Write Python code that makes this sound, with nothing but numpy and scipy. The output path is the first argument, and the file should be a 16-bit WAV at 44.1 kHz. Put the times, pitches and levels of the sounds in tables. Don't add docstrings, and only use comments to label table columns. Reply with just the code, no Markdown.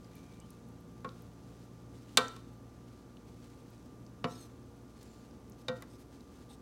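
import sys
import numpy as np
from scipy import signal
from scipy.fft import rfft, irfft, next_fast_len
from scipy.io import wavfile
from scipy.ndimage import map_coordinates

SR = 44100
rng = np.random.default_rng(int(sys.argv[2]) if len(sys.argv) > 2 else 0)


def store_pcm(level_fs):
    pcm = np.round(np.clip(level_fs, -1, 1) * 32767).astype(np.int16)
    wavfile.write(sys.argv[1], SR, np.atleast_2d(pcm).T)


N = 291526

# f/Hz, level/dB
CRACKLE_SPECTRUM = [(500, -7.5), (1500, -1.5), (2700, -3), (4000, -1.5), (7000, -5), (10000, -10),
                    (13000, -15.5), (16000, -15)]


def knocks(pan_db=1.0, spoon_db=0.5, pan_cycles=8.6, spoon_cycles=2.1, contact_db=-16.0, contact_hz=4500,
           twin_db=-16.0, twin_split=0.013, tail_db=-29.0, tail_t60=0.15, clatter_db=3.0):
    # [(mode f/Hz, lift/dB), ...]
    blows = [(1.0457, -4.5, -13, -20, -39, -41, 0.66, -45, 0.0044, [(1095, 8.5), (1409, 11.5), (1334, 2),
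             (1541, 2), (699, -11), (620, -19), (897, -9), (2340, 3.5), (4740, -2.5)]),
             (2.1722, 0, 0, -4.5, 0, 2, 0.88, -54, 0.0005, [(1222, 6), (1334, 6.5), (1541, 5.5), (258, 6),
             (892, 1), (1002, 6), (1140, 4.5), (3596, 0), (430, 6)]),
             (2.3633, -40, -43, -32, -39.5, -34, 0.31, -80, 0.007, []),
             (4.242, 4, -2, -10, -23, -61, 0.65, -35, 0.0012, [(699, 4), (1095, -3), (236, 6), (462, -1),
             (528, -2), (1002, 4), (1334, 2.5), (1541, -28), (3596, -6), (2950, 7.5), (2600, 16),
             (4130, -1)]), (5.6827, -5.5, -3.5, -18.5, -20, -34, 1, -35, 0.0069, [(1409, 10), (1541, 6),
             (1925, 10.5), (462, -19), (430, -19), (499.6, 6.5), (1002, -1), (1095, -1), (236, 7.5),
             (2340, -0.5), (2920, -6), (3800, 10.5), (4740, -7), (5500, -8)]),
             (5.822, -29.5, -26, -28.5, -41.5, -33, 0.28, -51, 0.007, [(1990, 18), (1095, -8)])]
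    registers = [240, 510, 1200, 3600, 9000]
    # f/Hz, level/dB, t60/s
    spoon_modes = [(1095, -21, 0.085), (1990, -30.5, .035), (2340, -19.5, 0.042), (2600, -33, 0.031),
                   (2950, -24, 0.035), (3520, -20, 0.032), (3596, -17.5, 0.039), (3730, -21.5, 0.04),
                   (4040, -20, 0.041), (4740, -24.5, 0.023), (5450, -23.5, 0.017), (5770, -24.5, 0.017),
                   (6200, -26.5, 0.013), (7470, -22, 0.024), (8300, -21, 0.008)]
    # f/Hz, level/dB, t60/s
    pan_modes = [(124, -41.5, 0.41), (236, -33.5, 0.18), (258, -32.5, 0.2), (430, -34.5, 0.17),
                 (462, -26.5, 0.15), (486.7, -32, .12), (512, -25, 0.15), (620, -36.5, 0.066),
                 (698, -36.5, 0.34), (896, -41, 0.28), (1002, -36.5, 0.28), (1088, -35, .11),
                 (1140, -32, .1), (1222, -28, 0.13), (1334, -31.5, 0.31), (1409, -33, 0.18),
                 (1541, -30, 0.19), (1733, -45, .2), (1882, -34, 0.25), (2314, -39, .12), (2477, -39, 0.06),
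                 (2697, -41, 0.13), (2770, -36, 0.11), (3215, -41, 0.13), (3630, -45, .14),
                 (3770, -44, 0.1), (4016, -47, 0.18)]
    # f/Hz, level/dB, t60/s
    crack_bands = [(189.5, -42, 0.19), (450, -37, 0.05), (698.6, -32, 0.055), (1300, -25.5, 0.075),
                   (3440, -18, 0.042), (6800, -21.5, 0.025), (11100, -27, 0.014)]
    out, t = np.zeros(N), np.arange(SR // 2) / SR
    near = lambda hz, centre: np.exp(-(np.log2(hz / centre) / .055) ** 2)
    click = np.cos(2 * np.pi * contact_hz * t) * np.exp(-2 * contact_hz * t)
    for s, *drive_db, ring_share, thump_db, thump_lag_s, lifts in blows:
        drive = lambda hz: from_db(np.interp(np.log(hz), np.log(registers), drive_db))
        blow = from_db(contact_db) * drive(contact_hz) * click
        bodies = (spoon_modes, spoon_db, spoon_cycles, 1), (pan_modes, pan_db, pan_cycles, ring_share)
        for modes, body_db, cycles, ring in bodies:
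            for k, (hz, db, t60) in enumerate(modes):
                lift_db = sum(gain_db * near(hz, centre) for centre, gain_db in lifts)
                gain = (-1) ** k * from_db(body_db + db + lift_db) * drive(hz)
                attack = 1 - np.exp(-t * hz / cycles)
                tone = np.sin(2 * np.pi * hz * t)
                if modes is pan_modes:
                    tone += from_db(twin_db) * np.sin(2 * np.pi * hz * (1 - twin_split) * t)
                blow += gain * attack * dying(t, t60 * ring) * tone
        clatter = from_db(tail_db + clatter_db * drift(rate=200)[:len(t)]) * dying(t, tail_t60)
        for hz, db, t60 in crack_bands:
            fade = dying(t, t60) + clatter
            crack = rms_one(octave_noise(hz, len(t)) * fade) * np.sqrt(np.mean(fade ** 2))
            blow += from_db(db) * drive(hz) * crack
        add(out, s, blow + from_db(thump_db) * thump(t, thump_lag_s))
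    return signal.sosfilt(signal.butter(3, [90, 14500], "band", fs=SR, output="sos"), out)


def thump(t, lag_s, hz=155, rise_s=0.0056):
    age = np.maximum(t - lag_s, 0) / rise_s
    return (age * np.exp(1 - age)) ** 2 * np.sin(2 * np.pi * hz * t)


def judder(rate_jitter=.022, flare_db=4.0):
    # t/s, slip rate/Hz, level/dB
    slide = [(4.27, 1790, -67), (4.305, 1900, -62), (4.335, 2130, -62), (4.36, 2200, -68),
             (4.395, 2150, -63), (4.43, 2070, -62.5), (4.46, 2040, -70), (4.48, 2030, -88)]
    # multiple of the slip rate, level/dB
    harmonics = [(2, 1), (3, 2), (4, -2), (5, -13), (6, -12)]
    t = np.arange(N) / SR
    s, hz, db = np.transpose(slide)
    slip_hz = np.interp(t, s, hz) * (1 + rate_jitter * drift(rate=1500))
    phase = 2 * np.pi * np.cumsum(slip_hz) / SR
    tones = sum(from_db(tone_db + flare_db * drift(rate=70)) * np.sin(multiple * phase)
                for multiple, tone_db in harmonics)
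    envelope = from_db(np.interp(t, s, db)) * (t > s[0]) * (t < s[-1])
    return envelope * rms_one(tones)


def scrapes(sink_per_s=0.34, grit_db=3.0, flare_db=5.5, clump_db=2.5):
    # t/s, length/s, rub/dB, swish/dB
    drags = [(1.16, 0.06, -74, -80), (4.249, 0.25, -63.5, -64.5), (5.566, 0.07, -70, -71),
             (5.882, 0.097, -70.5, -70), (5.975, 0.062, -84, -66), (6.482, 0.085, -66, -68)]
    # f/Hz, width/Hz, level/dB
    rub_modes = [(3680, 300, 12), (4400, 390, 1.5), (5170, 340, 9), (6500, 270, 5.5), (7540, 195, -6),
                 (8460, 400, 8), (10800, 700, -22), (13370, 1000, -17)]
    # f/Hz, level/dB
    swish_spectrum = [(1500, -5), (4000, -4), (6500, -7), (9000, -8.5), (11500, -7), (16000, -16)]
    slips = grains(per_s=3000, spread_db=3.0) * from_db(grit_db * drift(rate=180))
    rub = rms_one(sum((-1) ** k * from_db(db + flare_db * drift(rate=36)) * resonate(slips, hz, width)
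                      for k, (hz, width, db) in enumerate(rub_modes)))
    squelch = grains(per_s=3900, spread_db=-0.5) * from_db(clump_db * drift(rate=110))
    swish = coloured(squelch, swish_spectrum)
    out = np.zeros(N)
    for s, length, rub_db, swish_db in drags:
        t = np.arange(int(length * SR)) / SR
        pitch_ratio = 1 - sink_per_s * (t - length / 2)
        wood = from_db(rub_db) * map_coordinates(rub, [s * SR + np.cumsum(pitch_ratio)], order=3)
        slices = from_db(swish_db) * np.roll(swish, -int(s * SR))[:len(t)]
        add(out, s, signal.windows.tukey(len(t), .6) * (wood + slices))
    return out


def squeaks_and_clink(width_share=.06, rasp_db=2.0):
    # middle t/s, length/s, level/dB, start f/Hz, end f/Hz
    contacts = [(0.263, 0.43, -72.5, 2336, 2350), (0.425, 0.068, -71.5, 2910, 3100),
                (1.12, 0.073, -79, 3520, 3500), (2.095, 0.057, -75, 2880, 2882),
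                (5.101, 0.48, -80, 4200, 4560), (5.123, 0.31, -77.5, 7730, 6800),
                (6.507, 0.042, -64, 3700, 3680), (6.513, 0.039, -63, 790, 790)]
    out = np.zeros(N)
    for s, length, db, hz, end_hz in contacts:
        size = int(length * SR)
        band = resonate(rng.standard_normal(SR), hz, hz * width_share)
        tone = resonate(band, hz, 2 * hz * width_share)
        glide = map_coordinates(tone, [np.cumsum(np.linspace(1, end_hz / hz, size))], order=3)
        rough = rms_one(glide * from_db(rasp_db * drift(rate=300)[:size]))
        add(out, s - length / 2, from_db(db) * rough * signal.windows.tukey(size, .7))
    return out


def rustle(push_share=0.28, settling_db=-84.5, clump_db=3.5):
    # t/s, length/s, level at full speed/dB
    strokes = [(-0.12, 1.02, -70), (1.042, 0.37, -70.5), (1.24, 0.83, -73.5), (1.853, 0.72, -70),
               (2.03, 0.65, -71), (2.83, 0.25, -74.5), (3.117, 1.05, -71.5), (4.3, 0.71, -77),
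               (4.846, 0.61, -69), (5.715, 0.21, -68.5), (6.084, 0.2, -71), (6.263, 0.25, -70)]
    t = np.arange(N) / SR
    power = from_db(settling_db) ** 2
    for s, length, db in strokes:
        speed = np.sin(np.pi / 2 * np.interp((t - s) / length, [0, push_share, 1], [0, 1, 0]))
        power = power + (from_db(db) * speed) ** 2
    crackle = grains(per_s=1300, spread_db=0.0) * from_db(clump_db * drift(rate=43))
    return np.sqrt(power) * coloured(crackle, CRACKLE_SPECTRUM)


def ticks(decay_s=0.0022, snap=4.7, skirt_db=-26.0):
    # t/s, peak level/dB, f/Hz, width/Hz
    cues = [(0.045, -54.5, 5100, 1000), (0.1551, -46.5, 12800, 3000), (0.401, -44.5, 7060, 4000),
            (0.5046, -45.5, 9000, 6500), (0.687, -55, 12000, 6000), (0.808, -57, 14000, 4000),
            (1.091, -45, 3730, 1500), (1.2215, -53, 13600, 3960), (2.2825, -35, 6300, 1500),
            (2.2822, -50, 14800, 4000), (2.324, -58, 12000, 4000), (3.170, -51, 2650, 1800),
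            (3.501, -55, 4800, 3000), (3.704, -53, 14000, 5000), (4.065, -51, 5150, 1500),
            (5.03, -45, 6000, 9100), (5.3100, -58, 5000, 900), (5.498, -48, 13000, 9000),
            (5.521, -48.5, 5880, 1300), (5.8227, -43.5, 13000, 7000), (6.2076, -50, 4400, 1970)]
    out, t = np.zeros(N), np.arange(SR // 20) / SR
    for s, db, hz, width_hz in cues:
        burst = rng.standard_normal(len(t)) * np.exp(-t / decay_s) + snap * (t == 0)
        broad = resonate(burst, hz, width_hz)
        tick = resonate(broad, hz, 2 * width_hz) + from_db(skirt_db) * broad
        add(out, s, from_db(db) * tick / np.abs(tick).max())
    return out


def sizzle(fizz_db=-84.0, swell_db=5.5, pop_db=-87.5, width_share=0.11):
    # lowest f/Hz, highest f/Hz
    pop_range = (3000, 13000)
    fizz = grains(per_s=160, spread_db=3.5) * from_db(swell_db * drift(rate=5.5))
    pops = sum(resonate(grains(per_s=3.5, spread_db=0.5), hz, width_share * hz) / np.sqrt(hz)
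               for hz in np.geomspace(*pop_range, 12))
    return from_db(fizz_db) * coloured(fizz, CRACKLE_SPECTRUM) + from_db(pop_db) * rms_one(pops)


def appliance(air_db=-54.5, waver_db=1.42, waver_rad=0.2):
    # f/Hz, rms level/dB
    hum_lines = [(37.5, -76.5), (59.2, -64), (236.9, -69.5), (355.3, -68), (473.7, -70), (592.2, -78.5),
                 (710.6, -81), (845.2, -80.5), (1184.5, -73), (1421, -83.5), (6045, -89), (6164, -93.5),
                 (6223, -91.5)]
    # f/Hz, level/dB
    air_spectrum = [(25, -44.5), (48, -21), (78, -0.5), (95, -5), (118, 1), (145, -5), (200, -1.5),
                    (280, 1), (335, -9), (460, -9.5), (600, -15.5), (1150, -21), (2000, -30.5),
                    (3500, -33.5), (6300, -34), (16000, -45)]
    hum, t = np.zeros(N), np.arange(N) / SR
    for hz, db in hum_lines:
        gain = np.sqrt(2) * from_db(db + waver_db * drift(rate=14))
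        hum += gain * np.sin(2 * np.pi * (hz * t + rng.random()) + waver_rad * drift(rate=2.2))
    return hum + from_db(air_db) * coloured(rng.standard_normal(N), air_spectrum)


def drone(motor_hz=172.2, mains_hz=118.2, waver_rad=.4):
    # t/s, rms level/dB
    motor_envelope = [(0, -62), (1.4, -59), (2.0, -67), (6.61, -77)]
    # t/s, rms level/dB
    mains_envelope = [(0, -66), (1.0, -58), (1.7, -58), (2.5, -56.5), (2.9, -64), (3.301, -62),
                      (4.3, -55.5), (4.9, -61), (6.61, -63)]
    out, t = np.zeros(N), np.arange(N) / SR
    for hz, envelope in (motor_hz, motor_envelope), (mains_hz, mains_envelope):
        gain = np.sqrt(2) * from_db(np.interp(t, *np.transpose(envelope)))
        out += gain * np.sin(2 * np.pi * hz * t + waver_rad * drift(rate=6.8))
    return out


def kitchen(x, wet_db=-17.5, t60=0.42, build_s=0.0027):
    # f/Hz, level/dB
    room_spectrum = [(100, 3.5), (300, 7.5), (1200, 5), (2500, -1), (8000, -6), (10000, -9.5), (16000, -9)]
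    t = np.arange(SR * 3 // 5) / SR
    envelope = (1 - np.exp(-t / build_s)) * dying(t, t60)
    echoes = coloured(rng.standard_normal(len(t)), room_spectrum) * envelope
    return x + from_db(wet_db) * signal.fftconvolve(x, echoes / np.linalg.norm(echoes))[:N]


def grains(per_s, spread_db):
    sizes = from_db(spread_db * np.minimum(rng.exponential(1, N), 4))
    return (rng.random(N) < per_s / SR) * sizes * rng.choice([-1, 1], N)


def drift(rate):
    knots = rng.standard_normal(32768)
    return np.interp(np.arange(N) / SR * rate, np.arange(len(knots)), knots)


def octave_noise(hz, size):
    edges = np.minimum([hz / np.sqrt(2), hz * np.sqrt(2)], .45 * SR)
    band = signal.butter(2, edges, "band", fs=SR, output="sos")
    return rms_one(signal.sosfilt(band, rng.standard_normal(size)))


def coloured(x, spectrum):
    hz, db = np.transpose(spectrum)
    size = next_fast_len(len(x))
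    bins = np.maximum(np.fft.rfftfreq(size, 1 / SR), 1)
    gain = from_db(np.interp(np.log(bins), np.log(hz), db))
    return rms_one(irfft(rfft(x, size) * gain, size)[:len(x)])


def resonate(x, hz, width_hz):
    r = np.exp(-np.pi * width_hz / SR)
    feedback = [1, -2 * r * np.cos(2 * np.pi * hz / SR), r * r]
    return signal.lfilter(np.array([1, 0, -1]) * (1 - r * r) / 2, feedback, x + 1e-18)


def dying(t, t60):
    return np.exp(-np.log(1000) * t / t60)


def from_db(db):
    return 10 ** (np.asarray(db) / 20)


def rms_one(x):
    return x / np.sqrt(np.mean(x ** 2) + 1e-20)


def add(out, s, sound):
    at = int(round(s * SR))
    out[at:at + len(sound)] += sound[:N - at]


def scene():
    pan = knocks() + ticks() + rustle() + sizzle() + scrapes() + judder() + squeaks_and_clink()
    return (kitchen(pan) + appliance() + drone())[None]


def record(dry, cutoff_hz=16100):
    return signal.sosfilt(signal.ellip(10, .1, 80, cutoff_hz, fs=SR, output="sos"), dry)


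dry = scene()
out = record(dry)
store_pcm(out)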